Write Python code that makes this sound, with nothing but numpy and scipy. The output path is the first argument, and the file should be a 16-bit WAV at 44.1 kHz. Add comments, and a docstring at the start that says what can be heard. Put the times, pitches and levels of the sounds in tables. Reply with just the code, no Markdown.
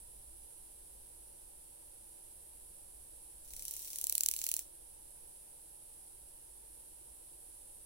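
"""A grasshopper in a clearing.

A grasshopper takes off and flies past, its hind wings popping taut about 37 times a second.
Each snap is an impulse, heard directly and then scattered by leaf litter, palm fronds and trunks.
Katydids rub their wings in a steady high hiss, over faint far-off traffic, machine hum
and the rumble of moving air."""
import sys
import numpy as np
from scipy import signal
from scipy.fft import rfft, irfft, next_fast_len
from scipy.io import wavfile

SR = 44100
rng = np.random.default_rng(int(sys.argv[2]) if len(sys.argv) > 2 else 0)


def waveform_to_disk(signal):
    """Save audio, clipped to [-1, 1], as 16-bit WAV at the path in sys.argv[1]."""
    frames = np.transpose(np.atleast_2d(signal))
    scaled = np.clip(frames, -1, 1) * 32767
    samples = np.round(scaled).astype(np.int16)
    wavfile.write(sys.argv[1], SR, samples)


N = 346185


def from_db(db):
    """Amplitude grows tenfold with every 20 dB."""
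    return 10 ** (np.asarray(db) / 20)


def unit_energy(x):
    """Normalisation to a mean energy of 1 per channel."""
    return x / np.sqrt(np.mean(np.sum(x ** 2, axis=-1)) + 1e-20)


def rms_one(x):
    """Normalisation to an rms of 1."""
    return x / np.sqrt(np.mean(x ** 2) + 1e-20)


def at_time(curve, s):
    """Linear interpolation of a curve at a time."""
    return np.interp(s, *np.transpose(curve))


def add(out, s, sound):
    """Superposition: a sound joins the mix at s seconds."""
    i = int(round(s * SR))
    out[..., i:i + sound.shape[-1]] += sound[..., :N - i]


def gains(table, size):
    """Magnitude response, interpolated over log frequency; one row for each dB column."""
    hz, *columns = np.transpose(table)
    bins = np.maximum(np.arange(size // 2 + 1) * SR / size, 1)
    return from_db([np.interp(np.log(bins), np.log(hz), db) for db in columns])


def noise(table):
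    """Spectral shaping of white noise; one row for each dB column, rms 1."""
    white = rng.standard_normal((len(table[0]) - 1, N))
    size = next_fast_len(N)
    return rms_one(irfft(rfft(white, size) * gains(table, size), size)[:, :N])


def drift(rate):
    """Slow random modulation with about `rate` turns a second; rms 1."""
    knots = rng.standard_normal(int(rate * N / SR) + 2)
    return rms_one(np.interp(np.arange(N) / SR * rate, np.arange(len(knots)), knots))


def wavering_sine(hz, spread_hz, rate):
    """Frequency modulation: a sine wanders at random about its pitch."""
    return np.sin(2 * np.pi * np.cumsum(hz + spread_hz * drift(rate)) / SR)


def resonate(x, hz, width_hz):
    """A single resonance passes a narrow band."""
    return signal.lfilter(*signal.iirpeak(hz, hz / width_hz, fs=SR), x)


def colour(x, table, size=1024):
    """Minimum-phase filtering with a left and a right spectrum; the response has unit energy."""
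    cepstrum = irfft(np.log(gains(table, size)))
    cepstrum[:, 1:size // 2] *= 2  # folding the cepstrum makes the filter causal
    cepstrum[:, size // 2 + 1:] = 0
    response = irfft(np.exp(rfft(cepstrum)))
    # a small wing radiates no bass, and little above the audible treble
    band = signal.butter(4, [900, 18500], "band", fs=SR, output="sos")
    response = unit_energy(signal.sosfilt(band, response))
    return signal.fftconvolve(x, response, axes=-1)[:, :N]


# Moving air. Each row: frequency in Hz, relative spectral density in dB.
RUMBLE_SPECTRUM = [(15, -0.5), (38, -4.5), (55, 0), (70, -10.5), (120, -21.5), (200, -25), (400, -48),
                   (1000, -79)]
# Puffs of air. Each row: time of the peak in seconds, half length in seconds, rise in dB.
AIR_PUFFS = [(0.19, 0.27, 5), (3.533, 0.098, 7.5)]


def air_rumble(level_db, waver_db):
    """Moving air makes low-frequency noise, alike on both sides, that swells with each puff."""
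    t = np.arange(N) / SR
    puffs_db = sum(db * np.exp(-((t - s) / half_s) ** 2) for s, half_s, db in AIR_PUFFS)
    return from_db(level_db + waver_db * drift(2.1) + puffs_db) * noise(RUMBLE_SPECTRUM)


# Thin, even hiss. Each row: frequency in Hz, relative spectral density in dB.
HISS_SPECTRUM = [(30, 13.5), (170, 8.5), (600, 3), (1200, -2.5), (1600, -1), (2100, -4), (2800, 0.5),
                 (6000, 1.5), (10000, -8.5), (15500, 0.5)]


def air_hiss(level_db):
    """Noise that is uncorrelated between the two sides sounds diffuse."""
    return from_db(level_db) * np.vstack([noise(HISS_SPECTRUM), noise(HISS_SPECTRUM)])


# Partials of the hum. Each row: frequency in Hz, rms level in dB.
HUM_PARTIALS = [(56, -75.5), (119, -85)]


def machine_hum():
    """A distant machine radiates two low tones, randomly modulated in pitch and level."""
    hum = np.zeros(N)
    for hz, db in HUM_PARTIALS:
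        tone = np.sqrt(2) * wavering_sine(hz, spread_hz=3, rate=8)
        hum += from_db(db + 1.5 * drift(6)) * tone
    return hum


# Far-off traffic. Each row: frequency in Hz, relative spectral density in dB.
TRAFFIC_SPECTRUM = [(120, -31), (250, -15.5), (340, 2.5), (400, -7), (460, -2), (620, -4.5), (705, -12.5),
                    (770, -4), (920, -4), (1150, -20.5), (2000, -69), (5000, -61)]


def traffic(level_db, right_db, right_radians):
    """One distant drone is coherent on both sides, but weaker and shifted in phase on the right."""
    analytic = signal.hilbert(noise(TRAFFIC_SPECTRUM)[0], next_fast_len(N))[:N]
    right = from_db(right_db) * analytic * np.exp(1j * right_radians)
    return from_db(level_db) * np.real([analytic, right])


# The chorus. Each row: frequency in Hz, left and right relative spectral density in dB.
CHORUS_SPECTRUM = [(6550, -34, -31), (6880, -33, -28.5), (7100, -15.5, -13), (7400, -19.5, -11.5),
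                   (8200, -7.5, -7.5), (8780, -5.5, -3), (9400, -3.5, -1), (9860, -3, 1.5),
                   (10870, -6.5, -3.5), (11830, -15.5, -5), (12300, -18, -12.5), (13000, -18, -11.5),
                   (14000, -24, -17.5), (15600, -32, -29)]


def katydid_chorus(level_db, waver_db, stroke_hz, stroke_depth, throb_hz, throb_depth):
    """Many songs sum to a hiss, faintly amplitude-modulated by the nearest singer's wing strokes."""
    strokes = wavering_sine(stroke_hz, spread_hz=1.1, rate=0.84)
    throb = wavering_sine(throb_hz, spread_hz=0.81, rate=1.7)
    flutter = (1 + stroke_depth * strokes) * (1 + throb_depth * throb)
    return from_db(level_db + waver_db * drift(0.66)) * flutter * noise(CHORUS_SPECTRUM)


# Nearer singers. Each row: pitch in Hz, bandwidth in Hz, rms level in dB, left minus right in dB.
KATYDID_BANDS = [(9030, 130, -67.5, 1.5), (9900, 400, -68.5, -9.5)]


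def near_katydids(swell_db, swells_per_s):
    """Stridulation: each katydid's rasp excites its own wing resonance and swells independently."""
    out = np.zeros((2, N))
    for hz, width_hz, db, pan_db in KATYDID_BANDS:
        rasp = rms_one(resonate(rng.standard_normal((2, N)), hz, width_hz))
        level = from_db(db + swell_db * drift(swells_per_s))
        balance = from_db([[pan_db / 2], [-pan_db / 2]])
        out += level * balance * rasp
    return out


def scatter(rise_s, t60_s, grain_db, size):
    """Diffuse scattering: uneven reflections gather and decay, different on each side; energy 1."""
    t = np.arange(size) / SR
    echoes = rng.standard_normal((2, size)) * from_db(grain_db * rng.standard_normal((2, size)))
    envelope = (1 - np.exp(-t / rise_s)) * from_db(-60 * t / t60_s)
    return unit_energy(echoes * envelope)


# The wings' output over all directions. Each row: time in seconds, relative level in dB.
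RADIATED_LEVEL = [(3.44, -34), (3.5, -30), (3.55, -26.5), (3.7, -21.5), (3.9, -22), (4.2, -21.5),
                  (4.4, -19.5), (4.6, -22)]
# Dry leaves ring less as the insect climbs away. Each row: time in seconds, share from 0 to 1.
LEAF_RING_SHARE = [(3.8, 0.92), (4.15, 0.24)]
# Scattered sound. Each row: frequency in Hz, left and right relative gain in dB.
WOODS_SPECTRUM = [(1200, -31, -30), (2200, -19.5, -20), (3200, -13, -14.5), (4200, -9, -9.5),
                  (4900, -10.5, -11.5), (5850, -6.5, -4), (6600, -10, -7), (7500, -4, -1), (8300, -7, -6.5),
                  (9500, -0.5, -1), (10500, -5.5, -3), (11550, -2.5, 0), (12600, -8, -4),
                  (14000, -2.5, -2.5), (15400, -0.5, -3)]


def woodland_echoes(snaps, litter_db, woods_db, ring_db):
    """Near leaf litter reflects each snap at once; fronds and trunks return the total output later."""
    echoes = np.zeros((2, N))
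    for s, snap_db, *_ in snaps:
        litter = scatter(rise_s=.0002, t60_s=.016, grain_db=4, size=1500)
        woods = scatter(rise_s=.0011, t60_s=.2, grain_db=5, size=20000)
        add(echoes, s + .0005, from_db(snap_db + litter_db) * litter)
        add(echoes, s + .002, from_db(at_time(RADIATED_LEVEL, s) + woods_db) * woods)
    ring_gain = from_db(ring_db) * at_time(LEAF_RING_SHARE, np.arange(N) / SR)
    leaf_ring = ring_gain * resonate(echoes, hz=5800, width_hz=450)
    return colour(echoes + leaf_ring, WOODS_SPECTRUM)


# The insect veers left. Each row: time in seconds, delay on the right in seconds.
RIGHT_DELAY = [(4.3, .00031), (4.55, .000335)]
# Resonances of the right microphone's port. Each row: frequency in Hz, phase in radians.
PORT_PHASE = [(0, 0), (1500, -1.1), (2300, -1.7), (3100, -1.2), (4000, -3.1), (5300, -7.0), (6200, -6.9),
              (7300, -9.9), (9400, -9.7), (11300, -10.7), (14000, -11.3), (14700, -10.1), (16000, -10.6)]


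def right_microphone(x, s, size=2048):
    """A longer path delays the snap on the right, and the resonant port turns its phase further."""
    hz = np.arange(size // 2 + 1) * SR / size
    phase = np.interp(hz, *np.transpose(PORT_PHASE)) - 2 * np.pi * hz * at_time(RIGHT_DELAY, s)
    return irfft(rfft(x, size) * np.exp(1j * phase))[:len(x)]


# Resonances of a snap. Each row: frequency in Hz, left and right relative gain in dB.
SNAP_SPECTRUM = [(1200, -32.5, -33.5), (2200, -19, -18), (2900, -15, -17), (3400, -15.5, -18),
                 (4100, -8, -12), (4850, -12, -15.5), (5600, -5, -5.5), (6600, -11, -4), (7500, -4.5, 1.5),
                 (8300, -6.5, -9), (9300, 1.5, 0), (10600, -5.5, 0), (11600, -1.5, 4), (12600, -11, -4.5),
                 (13600, -5, -5), (14300, -4, -6.5), (15200, -0.5, -3)]


def wing_radiation(snap, body_db, treble_db, pan_db, max_shift=.03):
    """Directivity: the wing's spread and angle tilt the spectrum, and the treble leans to one side."""
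    tilt = [(1000, 2.5 * body_db, 2.5 * body_db),
            (3000, body_db, body_db),
            (6000, pan_db / 2, -pan_db / 2),
            (11000, treble_db + pan_db / 2, treble_db - pan_db / 2)]
    tilted = irfft(rfft(snap) * gains(tilt, len(snap)))
    tuning = 1 + max_shift * rng.uniform(-1, 1)  # wing tension varies from snap to snap
    resonances = [(hz * tuning, left_db, right_db) for hz, left_db, right_db in SNAP_SPECTRUM]
    return colour(tilted, resonances)


def wing_snap(gap_s, weaker_db, crackle_s=.0004, crackle_db=-8, unfold_s=.0025, unfold_db=-16.5):
    """Impulsive excitation: two membranes rustle open, then pop taut amid a brief crackle."""
    size = 1024
    t = (np.arange(size) - size // 2) / SR  # the stronger pop lies at the centre
    pops = unit_energy(np.sinc(t * SR) + from_db(weaker_db) * np.sinc((t - gap_s) * SR))
    crackle = unit_energy(rng.standard_normal(size) * np.exp(-abs(t) / crackle_s))
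    rustle = unit_energy(rng.standard_normal(size) * np.exp(-abs(t) / unfold_s) * (t < 0))
    return unit_energy(pops + from_db(crackle_db) * crackle + from_db(unfold_db) * rustle)


# The snaps of the flight. Each row: time in seconds, relative level towards the listener in dB,
# extra body in dB, extra treble in dB, left minus right in dB, the weaker wing's delay in seconds
# and its level against the stronger wing in dB.
WING_SNAPS = [(3.448, -33, 0, 0, 0, 0.0004, -8), (3.4772, -32, 0, 0, 2, 0.0003, -8),
              (3.5061, -24.0, 2, -3, 2, 0.0003, -10), (3.5362, -17.5, 1, -2, 2, 0.00049, -3),
              (3.5653, -20.5, 2, 1, -1, 0.0005, -6), (3.5948, -18.0, 0, 0, 3, -0.0005, -6),
              (3.6236, -18.0, 1, 0, 1, 0.00081, -10), (3.6528, -15.5, 1, 0, 3, 0.00063, -6),
              (3.6817, -12.5, -1, -1, 2, 0.00068, -3), (3.7101, -16.5, 1, 4, 2, 0.00068, -1),
              (3.7387, -16.5, -1, 3, 1, -0.00028, -1), (3.766, -17.0, -1, 2, 2, -0.00012, -10),
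              (3.7932, -20.5, 1, 1, 2, 0.00021, -6), (3.8203, -22.0, 1, 1, 3, 0.00022, -6),
              (3.8475, -21.5, 2, 2, 2, 0.00014, -6), (3.8753, -22.0, 3, 3, 2, 0.00083, -1),
              (3.9039, -19.0, -1, 1, 2, -0.00059, -3), (3.9318, -16.5, 0, 0, 2, 0.00019, -10),
              (3.9588, -14.5, -1, 1, 1, 0.00058, -6), (3.9863, -12.0, 0, 1, 3, 0.00061, -6),
              (4.0135, -13.0, 0, 3, 1, 0.0007, -10), (4.0411, -8.5, -6, 3, 2, 0.00044, -10),
              (4.0693, -8.0, 0, 1, 0, -0.00022, -3), (4.0971, -6, -1, 3, 1, 0.0005, -10),
              (4.125, -7.5, 1, 2, 1, 0.00021, -6), (4.1528, -4.5, 0, 2, 0, 0.00028, -10),
              (4.1803, -4.0, 1, 2, 0, 0.00022, -6), (4.208, -2.5, 0, -1, -1, -0.00018, -14),
              (4.2353, -2.0, -2, -3, 1, -0.00055, -10), (4.2612, 0.0, -2, -4, 0, 0.00065, -10),
              (4.2871, -1.5, 1, 0, -1, 0.00026, -10), (4.3132, -7.0, 0, 0, -2, 0.00036, -3),
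              (4.3384, -9.5, 3, 0, 2, 0.00083, -10), (4.3641, -11.5, 4, 1, 1, 0.00027, -6),
              (4.3898, -8.5, -4, -6, 0, 0.00027, -10), (4.416, -9.5, 4, -4, -2, -0.00014, -10),
              (4.4405, -6.5, 0, -3, 2, -0.00064, -3), (4.4661, -9.0, 3, 2, 0, 0.00041, -6),
              (4.4898, -6.5, -1, -1, 1, 0.00064, -6), (4.5155, -6.5, 3, 1, -4, -0.00031, -6),
              (4.54, -7.0, 1, 1, -1, 0.00028, -10), (4.5658, -10.0, 2, 3, -1, -0.00012, -6),
              (4.5921, -9.5, 1, -2, -1, 0.00012, -1)]


def grasshopper(gain_db):
    """Crepitation: the direct sound is a train of wing snaps that swells and fades as the insect turns."""
    out = np.zeros((2, N))
    for s, snap_db, body_db, treble_db, pan_db, gap_s, weaker_db in WING_SNAPS:
        snap = from_db(snap_db + gain_db) * wing_snap(gap_s, weaker_db)
        left, right = wing_radiation(snap, body_db, treble_db, pan_db)
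        start_s = s - len(snap) / 2 / SR
        add(out, start_s, np.array([left, right_microphone(right, s)]))
    return out


def scene():
    """Superposition of the clearing's steady background, the echoes and the direct flight."""
    air = air_rumble(level_db=-66, waver_db=1.5) + air_hiss(level_db=-66.5)
    distant = machine_hum() + traffic(level_db=-66.5, right_db=-4.5, right_radians=2.177)
    chorus = katydid_chorus(level_db=-55.5, waver_db=.4, stroke_hz=102.6, stroke_depth=0.086,
                            throb_hz=15.0, throb_depth=0.051)
    singers = near_katydids(swell_db=2.5, swells_per_s=4)
    echoes = woodland_echoes(WING_SNAPS, litter_db=-11, woods_db=5.0, ring_db=-1.5)
    return air + distant + chorus + singers + echoes + grasshopper(gain_db=0.46)


def record(dry):
    """Band limiting: a steep low-pass filter removes the treble above 15.8 kHz."""
    return signal.sosfilt(signal.ellip(10, .1, 80, 15800, fs=SR, output="sos"), dry)


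dry = scene()
out = record(dry)
waveform_to_disk(out)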